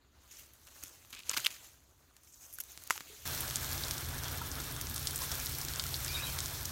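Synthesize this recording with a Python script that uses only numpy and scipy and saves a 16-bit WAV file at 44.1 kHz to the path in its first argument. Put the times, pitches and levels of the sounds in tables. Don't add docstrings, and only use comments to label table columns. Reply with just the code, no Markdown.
import sys
import numpy as np
from scipy import signal
from scipy.fft import rfft, irfft, next_fast_len
from scipy.io import wavfile
from scipy.ndimage import uniform_filter1d, map_coordinates

SR = 44100
rng = np.random.default_rng(int(sys.argv[2]) if len(sys.argv) > 2 else 0)


def waveform_to_disk(signal):
    frames = np.transpose(np.atleast_2d(signal))
    scaled = np.clip(frames, -1, 1) * 32767
    samples = np.round(scaled).astype(np.int16)
    wavfile.write(sys.argv[1], SR, samples)


N = 295911
CUT_S = 3.254


def amp(db):
    return 10 ** (np.asarray(db) / 20)


def unit(x):
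    return x / np.sqrt(np.mean(x ** 2) + 1e-20)


def curves(rows):
    times, *columns = np.transpose(rows)
    return [np.interp(np.arange(N) / SR, times, column) for column in columns]


def wobble(rate):
    return map_coordinates(rng.standard_normal(int(N * rate / SR) + 4), [np.arange(N) * rate / SR])


def coloured(x, spectrum):
    size = next_fast_len(N + 8192)
    hz, db = np.transpose(spectrum)
    gain = amp(np.interp(np.log(np.fft.rfftfreq(size, 1 / SR) + 1), np.log(hz + 1), db, -120, -120))
    return unit(irfft(rfft(x, size) * gain, size)[:N])


def patchy(x, depth_db, bins, frames):
    spectra = signal.stft(x, nperseg=256)[2]
    field = uniform_filter1d(rng.standard_normal(spectra.shape), bins, axis=0)
    field = uniform_filter1d(field, frames, axis=1)
    return unit(signal.istft(spectra * amp(depth_db * unit(field)), nperseg=256)[1][:N])


def patter(share, spread_db, patchy_db, clump_db):
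    bed = patchy(rng.standard_normal(N), patchy_db, bins=6, frames=8)
    struck = rng.random(N) < .01
    clicks = struck * rng.standard_normal(N) * amp(np.minimum(spread_db * rng.exponential(size=N), 12))
    click_shape = rng.standard_normal(64) * amp(-2 * np.arange(64))
    clicks = signal.fftconvolve(clicks, click_shape)[:N]
    clumps = amp(clump_db * wobble(30))
    clicks = patchy(clicks, 3.5, bins=20, frames=2)
    return clumps * (np.sqrt(1 - share) * bed + np.sqrt(share) * clicks)


def band_levels(peak_db, centre_hz, fall_db, bands_hz):
    octaves = np.abs(np.log2(np.asarray(bands_hz) / centre_hz))
    return peak_db - np.abs(fall_db) * (octaves - octaves.min())


def cracks(table, ranges, thump_db, t60_s):
    out, t = np.zeros(N + SR), np.arange(SR // 16) / SR
    bands = [signal.butter(3, edges, "bandpass", fs=SR, output="sos") for edges in ranges]
    middles_hz = np.sqrt(np.prod(ranges[:-1], axis=1))
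    for start_s, peak_db, centre_hz, fall_db, tail_db in table:
        crack = rng.standard_normal(len(t)) * amp(-60 * t / .0007)
        noise = rng.standard_normal(len(t))
        fade = amp(np.minimum(tail_db - 3 - 60 * (t - .003) / t60_s, -6))
        peaks_db = band_levels(peak_db, centre_hz, fall_db, middles_hz)
        for band, db in zip(bands, [*peaks_db, peaks_db[0] + thump_db]):
            sharp = signal.sosfilt(band, crack)
            tail = fade * unit(signal.sosfilt(band, noise))
            out[round(start_s * SR):][:len(t)] += amp(db) * (sharp / np.abs(sharp).max() + tail)
    return out[:N]


def rings(table, attack_s):
    out, t = np.zeros(N + SR), np.arange(SR // 5) / SR
    for start_s, pitch_hz, level_db, t60_s in table:
        envelope = amp(level_db - 60 * t / t60_s) * (1 - np.exp(-t / attack_s))
        out[round(start_s * SR):][:len(t)] += envelope * np.sin(2 * np.pi * pitch_hz * t)
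    return out[:N]


PLANT_BANDS = [1000, 3400, 7000, 13000]
def plant_mix(x, gains):
    spectrum = rfft(x)
    position = np.interp(np.log(np.fft.rfftfreq(N, 1 / SR) + 1), np.log(PLANT_BANDS), np.arange(4))
    windows = [np.clip(2 - 3 * np.abs(position - k), 0, 1) for k in range(4)]
    return sum(gain * unit(irfft(spectrum * window, N)) for gain, window in zip(gains, windows))


# time_s, leaves_db, stalks_db
HAND_MOVES = [(0.0, -85, -80), (0.16, -76.5, -77), (0.41, -55.5, -62.5), (0.5, -69, -72.5),
              (0.67, -64.5, -70.5), (0.77, -59, -65.5), (1.13, -67, -71.5), (1.18, -64, -70),
              (1.31, -55, -56), (1.38, -47, -50), (1.48, -56, -56), (1.54, -59, -61), (1.66, -58.5, -64.5),
              (1.74, -66.5, -71), (1.86, -71.5, -78), (2.11, -73, -76), (2.3, -65.5, -76),
              (2.46, -58.5, -70.5), (2.56, -58, -67), (2.76, -58.5, -64), (2.92, -61.5, -62.5),
              (3.24, -54.5, -59.5)]
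# freq_hz, gain_db
LEAF_EQ = [(210, -16), (350, -4.5), (385, -9.5), (452, -10.5), (531, -6), (768, -8), (1240, -7),
           (1890, -8.5), (2400, -8), (2600, -7.5), (4940, -5.5), (6290, 4), (10500, -9.5), (15000, -6.5),
           (16200, -18)]
def rustle():
    leaves_db, stalks_db = curves(HAND_MOVES)
    drag_db = -67.5 + .54 * (stalks_db - stalks_db.mean())
    crackle = coloured(patter(share=.14, spread_db=2.5, patchy_db=2.2, clump_db=1.1), LEAF_EQ)
    return plant_mix(crackle, amp([drag_db, stalks_db + .5, leaves_db - 2, leaves_db - 3]))


# freq_hz, gain_db
INSECT_EQ = [(6000, -23), (6600, -6), (7000, 20), (7400, -17), (8000, -33)]
def insects():
    return amp(-87 + 1.8 * wobble(23)) * coloured(rng.standard_normal(N), INSECT_EQ)


# time_s, level_db
FAR_LEVELS = [
    [(0.0, -68), (1.3, -67), (2.35, -70), (3.24, -64.5)],
    [(3.26, -46.5), (4.3, -45.5), (5.8, -48), (6.2, -46.5), (6.71, -48.5)],
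]
# pitch_hz, wander_hz, over_rumble_db
MOTOR_TONES = [(85.7, 4.07, -2.5), (120.2, 3.96, -4.5), (142.8, 1.72, -4), (240, 1.63, -25.5)]
# freq_hz, gain_db
RUMBLE_EQ = [(15, -50), (28, -9), (42, -8.5), (70, 1.5), (100, -7.5), (146, -10.5), (155, -25), (180, -11),
             (202, -27), (225, -13.5), (300, -16), (450, -20.5), (600, -50)]
def rumble_and_motor(in_tunnel):
    far_db = np.where(in_tunnel, curves(FAR_LEVELS[1])[0], curves(FAR_LEVELS[0])[0])
    hum = np.zeros(N)
    for pitch_hz, wander_hz, over_rumble_db in MOTOR_TONES:
        gain = amp(over_rumble_db + .54 * wobble(6.8))
        hz = pitch_hz + wander_hz * wobble(8)
        hum += gain * np.sin(2 * np.pi * np.cumsum(hz) / SR)
    rumble = coloured(rng.standard_normal(N), RUMBLE_EQ)
    return amp(far_db) * (rumble + hum * np.where(in_tunnel, 1, amp(-29)))


# start_s, length_s, level_db, centre_hz, fall_db_per_octave
TEAR_CUES = [(.31, .065, -58, 7000, 8.5), (.435, 0.016, -64, 4500, 4), (0.534, 0.021, -65.5, 11100, 8),
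             (2.273, .035, -65, 7500, 12), (2.323, .025, -61, 7500, 16), (0.386, 0.013, -58, 10000, 4),
             (.665, 0.024, -65.5, 4000, -0.5), (0.826, 0.059, -55.5, 7000, 5.5),
             (1.098, 0.03, -63, 11000, 4), (1.126, 0.028, -52, 3850, 4), (1.163, 0.044, -54, 3400, 8),
             (1.22, 0.017, -62, 4800, 15), (1.26, .034, -61, 6000, 3), (1.292, 0.029, -45.5, 2500, 2.5),
             (1.332, 0.012, -38.5, 3400, 6), (1.366, 0.016, -40, 2000, 0), (1.387, 0.026, -53.5, 1500, 1),
             (1.443, 0.015, -45.5, 3000, 1), (1.461, 0.0078, -33, 3470, 7.5), (1.473, 0.0097, -49, 4500, 5),
             (1.504, 0.06, -55, 4970, 5), (2.408, 0.048, -60, 7500, 10), (2.527, 0.028, -51, 13000, 12),
             (2.602, 0.012, -44.5, 13000, 7), (2.87, 0.0036, -52, 12000, 2.5), (2.9, .074, -50, 9400, 2.5),
             (2.998, 0.02, -57, 5000, 2.5)]
# freq_hz, gain_db
TEAR_EQ = [(210, -44), (350, -13), (732, -15.5), (1390, 2), (1890, -5.5), (2860, -3), (4210, -6.5),
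           (4490, -8), (5990, -3), (6700, 0), (10500, -14.5), (11800, -8), (16200, -23)]
def tears():
    bursts = np.zeros((4, N))
    for start_s, length_s, level_db, centre_hz, fall_db in TEAR_CUES:
        progress = np.arange(round(length_s * SR * 1.3)) / (length_s * SR)
        envelope = amp(2 - 4 * progress) * np.clip((1.3 - progress) * 3, 0, 1)
        gains = amp(band_levels(level_db, centre_hz, fall_db, PLANT_BANDS))
        bursts[:, round(start_s * SR):][:, :len(envelope)] += np.outer(gains, envelope)
    grit = coloured(patter(share=.45, spread_db=2, patchy_db=3, clump_db=0), TEAR_EQ)
    return plant_mix(grit, bursts)


# start_s, peak_db, centre_hz, fall_db_per_octave, relative_tail_db
SNAP_CUES = [(.3252, -47, 8500, 10, -9), (.3954, -46, 9000, 9, -14), (.6699, -51.5, 5000, -3, -11),
             (.8367, -26, 11000, 8, -21), (.8939, -40, 11000, 10, -29), (1.0488, -49, 3000, 1, -22),
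             (1.1051, -46, 12000, 5, -11), (1.1287, -35, 3400, 9, -17), (1.1497, -34.5, 5000, 11, -27),
             (1.192, -37, 8000, 5, -23), (1.2014, -40, 4500, 13, -19), (1.2341, -40, 3800, 15, -17),
             (1.2953, -10, 6500, 20.5, -27), (1.3138, -23.5, 12400, 4, -31), (1.3369, -39, 2000, 3, -6),
             (1.3443, -34, 3000, -3, -9), (1.3673, -46, 2000, 0, -16), (1.3743, -23.5, 6530, 3.5, -11.5),
             (1.382, -32, 1350, 9, -23), (1.4021, -27, 6800, 16, -30), (1.4488, -28, 6200, 10, -13),
             (1.4667, -21, 12000, 6, -19.5), (1.5056, -44, 6500, 2.5, -13), (2.1663, -51, 6500, 3.5, -12),
             (2.3427, -44.5, 7500, 29, -14), (2.5381, -36, 12400, 15, -11), (2.5861, -29, 11100, 10, -19),
             (2.6064, -31, 11000, 7.5, -21), (2.6378, -30, 12400, 11, -33), (2.7192, -36, 12400, 14, -25),
             (2.7756, -34, 6050, 3.5, -27), (2.8377, -32.5, 11000, 11, -24), (2.8752, -29, 10000, 14, -38),
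             (2.9001, -26, 6500, 3.5, -30), (2.9072, -15.5, 6850, 10, -16), (2.9132, -26, 6540, 24, -28),
             (3.0068, -35.5, 2000, 2.5, -19)]
# low_hz, high_hz
SNAP_BANDS = [(800, 2300), (2500, 4600), (5100, 8400), (9800, 15800), (70, 380)]
def snaps():
    return cracks(SNAP_CUES, SNAP_BANDS, thump_db=-14.5, t60_s=.017)


# start_s, pitch_hz, level_db, t60_s
KNOCK_CUES = [(.836, 125, -53, 0.097), (.836, 295, -49.5, 0.043), (1.13, 260, -55, 0.062),
              (1.293, 513, -42, 0.031), (1.366, 1450, -28, 0.023), (1.372, 125, -48, 0.19),
              (1.372, 298, -43.5, 0.036), (2.586, 1500, -35, 0.015), (2.9065, 1310, -12.5, 0.0088),
              (2.9065, 1030, -26, 0.022), (2.9068, 2080, -12, 0.0073), (2.9068, 2700, -25, 0.016),
              (1.4475, 3150, -19.5, 0.013), (2.957, 860, -44, 0.034), (3.10, 422, -52, 0.11),
              (3.13, 420, -54, 0.12)]
def knocks():
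    return rings(KNOCK_CUES, attack_s=.00035)


# start_s, length_s, level_db
SICKLE_STROKE = (1.128, 0.082, -59)
# freq_hz, gain_db
SICKLE_EQ = [(2100, -38), (2350, -3), (2500, -6), (2700, -8), (3000, -40)]
def sickle():
    start_s, length_s, level_db = SICKLE_STROKE
    progress = (np.arange(N) / SR - start_s) / length_s
    stroke = ((progress > 0) & (progress < 1)) * amp(level_db - 4 * np.clip(progress, 0, 1))
    return stroke * coloured(patter(share=.3, spread_db=2, patchy_db=2, clump_db=2), SICKLE_EQ)


# time_s, hiss_db, splash_db
SPRAY_LEVELS = [(3.26, -41.5, -46.5), (3.32, -41.5, -46.5), (3.43, -42.5, -45.5), (3.49, -42, -46.5),
                (3.86, -42.5, -48), (4.06, -45.5, -49), (4.35, -46, -47), (4.94, -45, -51.5),
                (5.23, -41.5, -48.5), (5.7, -44, -49.5), (6.03, -42, -49), (6.24, -43, -47.5),
                (6.71, -44, -51)]
# freq_hz, gain_db
HISS_EQ = [(1180, -35), (2000, -3.5), (2760, -7.5), (3500, -3.5), (4210, 0.5), (4840, -3.5), (5470, 0),
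           (7630, -3), (8550, -2.5), (10400, -5.5), (12800, -1), (15100, -7), (16200, 0)]
# freq_hz, gain_db
SPLASH_EQ = [(210, -26), (350, -9.5), (560, -3), (1070, -2), (1460, 0), (1710, 0), (1890, -7), (2800, -7.5),
             (3640, -3.5), (6160, -120)]
def hose():
    hiss_db, splash_db = curves(SPRAY_LEVELS)
    hiss = coloured(patter(share=.2, spread_db=3, patchy_db=1.3, clump_db=1), HISS_EQ)
    treble = signal.sosfiltfilt(signal.butter(2, 9000, "highpass", fs=SR, output="sos"), hiss)
    mist = amp(-3.5 + .8 * wobble(70)) * unit(treble)
    splash = coloured(patter(share=.077, spread_db=1, patchy_db=1.5, clump_db=1.14), SPLASH_EQ)
    return amp(hiss_db) * (hiss - treble + mist) + amp(splash_db) * splash


# start_s, peak_db, centre_hz, fall_db_per_octave, relative_tail_db
DROP_CUES = [(3.349, -24.5, 6730, 6, -22), (3.4058, -21, 10800, 14, -13), (3.5094, -24.5, 10000, 6, -19),
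             (3.5581, -12.5, 7140, 17, -20), (3.8364, -26, 4300, 11, -12), (3.849, -26, 7000, 23, -21),
             (3.8831, -23.5, 7000, 16, -19), (3.9099, -21, 5500, 9, -16.5), (3.9819, -23, 7500, 14, -30),
             (4.5159, -24, 6700, 20, -20), (4.6008, -31.5, 5860, 11, -9.5), (4.7241, -25, 12400, 16, -21),
             (4.8127, -20.5, 9400, 14, -19), (4.8979, -28, 11500, 12, -14), (5.2047, -31, 11500, 14, -13),
             (5.424, -28, 12400, 12, -22), (5.5205, -29, 12400, 14, -20), (5.585, -26, 12400, 9, -12),
             (4.9449, -24, 11000, 13, -22), (4.9615, -23.5, 7000, 7.5, -12), (4.9797, -23.5, 7000, 11, -37),
             (5.0716, -20, 5340, 16, -13), (5.109, -24, 7500, 14, -30), (5.159, -26, 9100, 21, -9.5),
             (5.1786, -24, 7500, 24, -22), (5.2194, -24, 6200, 22, -27), (5.3166, -22, 7000, 6, -13.5),
             (5.3998, -23.5, 6200, 22, -36), (5.46, -20.5, 11000, 13, -22),
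             (5.6144, -24.5, 8550, 29, -17.5), (5.7597, -23, 6300, 21, -25), (5.7965, -19, 4430, 11.5, -14),
             (5.8393, -22.5, 11000, 5, -26), (5.9423, -21, 4300, 24, -14), (6.0472, -22.5, 7500, 23, -17),
             (6.3879, -22, 6000, 6, -16), (6.4044, -20.5, 5800, 20, -20), (6.4593, -20.5, 5600, 32, -31),
             (6.6544, -21, 7000, 20, -31)]
# low_hz, high_hz
DROP_BANDS = [(900, 2300), (3200, 5000), (5000, 9000), (9800, 15800), (70, 380)]
def drops():
    small = [(CUT_S + when * (N / SR - CUT_S), -28 - 7 * softer, 9400 * 2 ** (1.7 * (pitch - .5)),
              20, -18.5) for when, softer, pitch in rng.random((50, 3))]
    return cracks(DROP_CUES + small, DROP_BANDS, thump_db=-24, t60_s=.042)


# start_s, length_s, first_hz, last_hz, level_db
CHIRP_CUES = [(4.238, .051, 3300, 3300, -48.5), (5.386, 0.037, 2437, 2450, -48.5),
              (6.185, 0.034, 5150, 5250, -48), (6.075, 0.078, 2320, 2570, -47),
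              (6.078, 0.038, 4820, 4580, -43), (6.13, 0.054, 3700, 3770, -44),
              (6.158, 0.074, 2355, 2630, -42), (6.168, .03, 5000, 4600, -44),
              (6.212, .066, 3830, 3960, -48), (6.245, 0.06, 2550, 2500, -46.5),
              (6.265, .026, 3240, 3240, -44), (6.275, 0.089, 2440, 1920, -51)]
def bird():
    notes = np.zeros(N)
    flutter, quaver_hz = 1 + .7 * wobble(450), 50 * wobble(200)
    for start_s, length_s, first_hz, last_hz, level_db in CHIRP_CUES:
        at = round(start_s * SR) + np.arange(round(length_s * SR))
        hz = np.linspace(first_hz, last_hz, len(at)) + quaver_hz[at]
        envelope = amp(level_db) * flutter[at] * np.sqrt(np.hanning(len(at)))
        notes[at] += envelope * np.sin(2 * np.pi * np.cumsum(hz) / SR)
    t = np.arange(SR // 4) / SR
    echoes = rng.standard_normal(len(t)) * amp(-60 * t / .19)
    return notes + amp(-3) * signal.fftconvolve(notes, echoes / np.linalg.norm(echoes))[:N]


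# start_s, pitch_hz, level_db, t60_s
PLOP_CUES = [(4.412, 946, -29, 0.044), (4.416, 1350, -22, 0.021), (5.216, 1030, -33, 0.054),
             (5.855, 1360, -26, 0.021)]
def plops():
    return rings(PLOP_CUES, attack_s=.0042)


def scene():
    in_tunnel = np.arange(N) >= CUT_S * SR
    weeding = rustle() + insects() + tears() + snaps() + knocks() + sickle()
    watering = hose() + drops() + bird() + plops()
    return (np.where(in_tunnel, watering, weeding) + rumble_and_motor(in_tunnel))[None]


def record(dry):
    passband = np.fft.rfftfreq(2 * N, 1 / SR) < 15900
    return irfft(rfft(dry, 2 * N) * passband, 2 * N)[:, :N]


dry = scene()
out = record(dry)
waveform_to_disk(out)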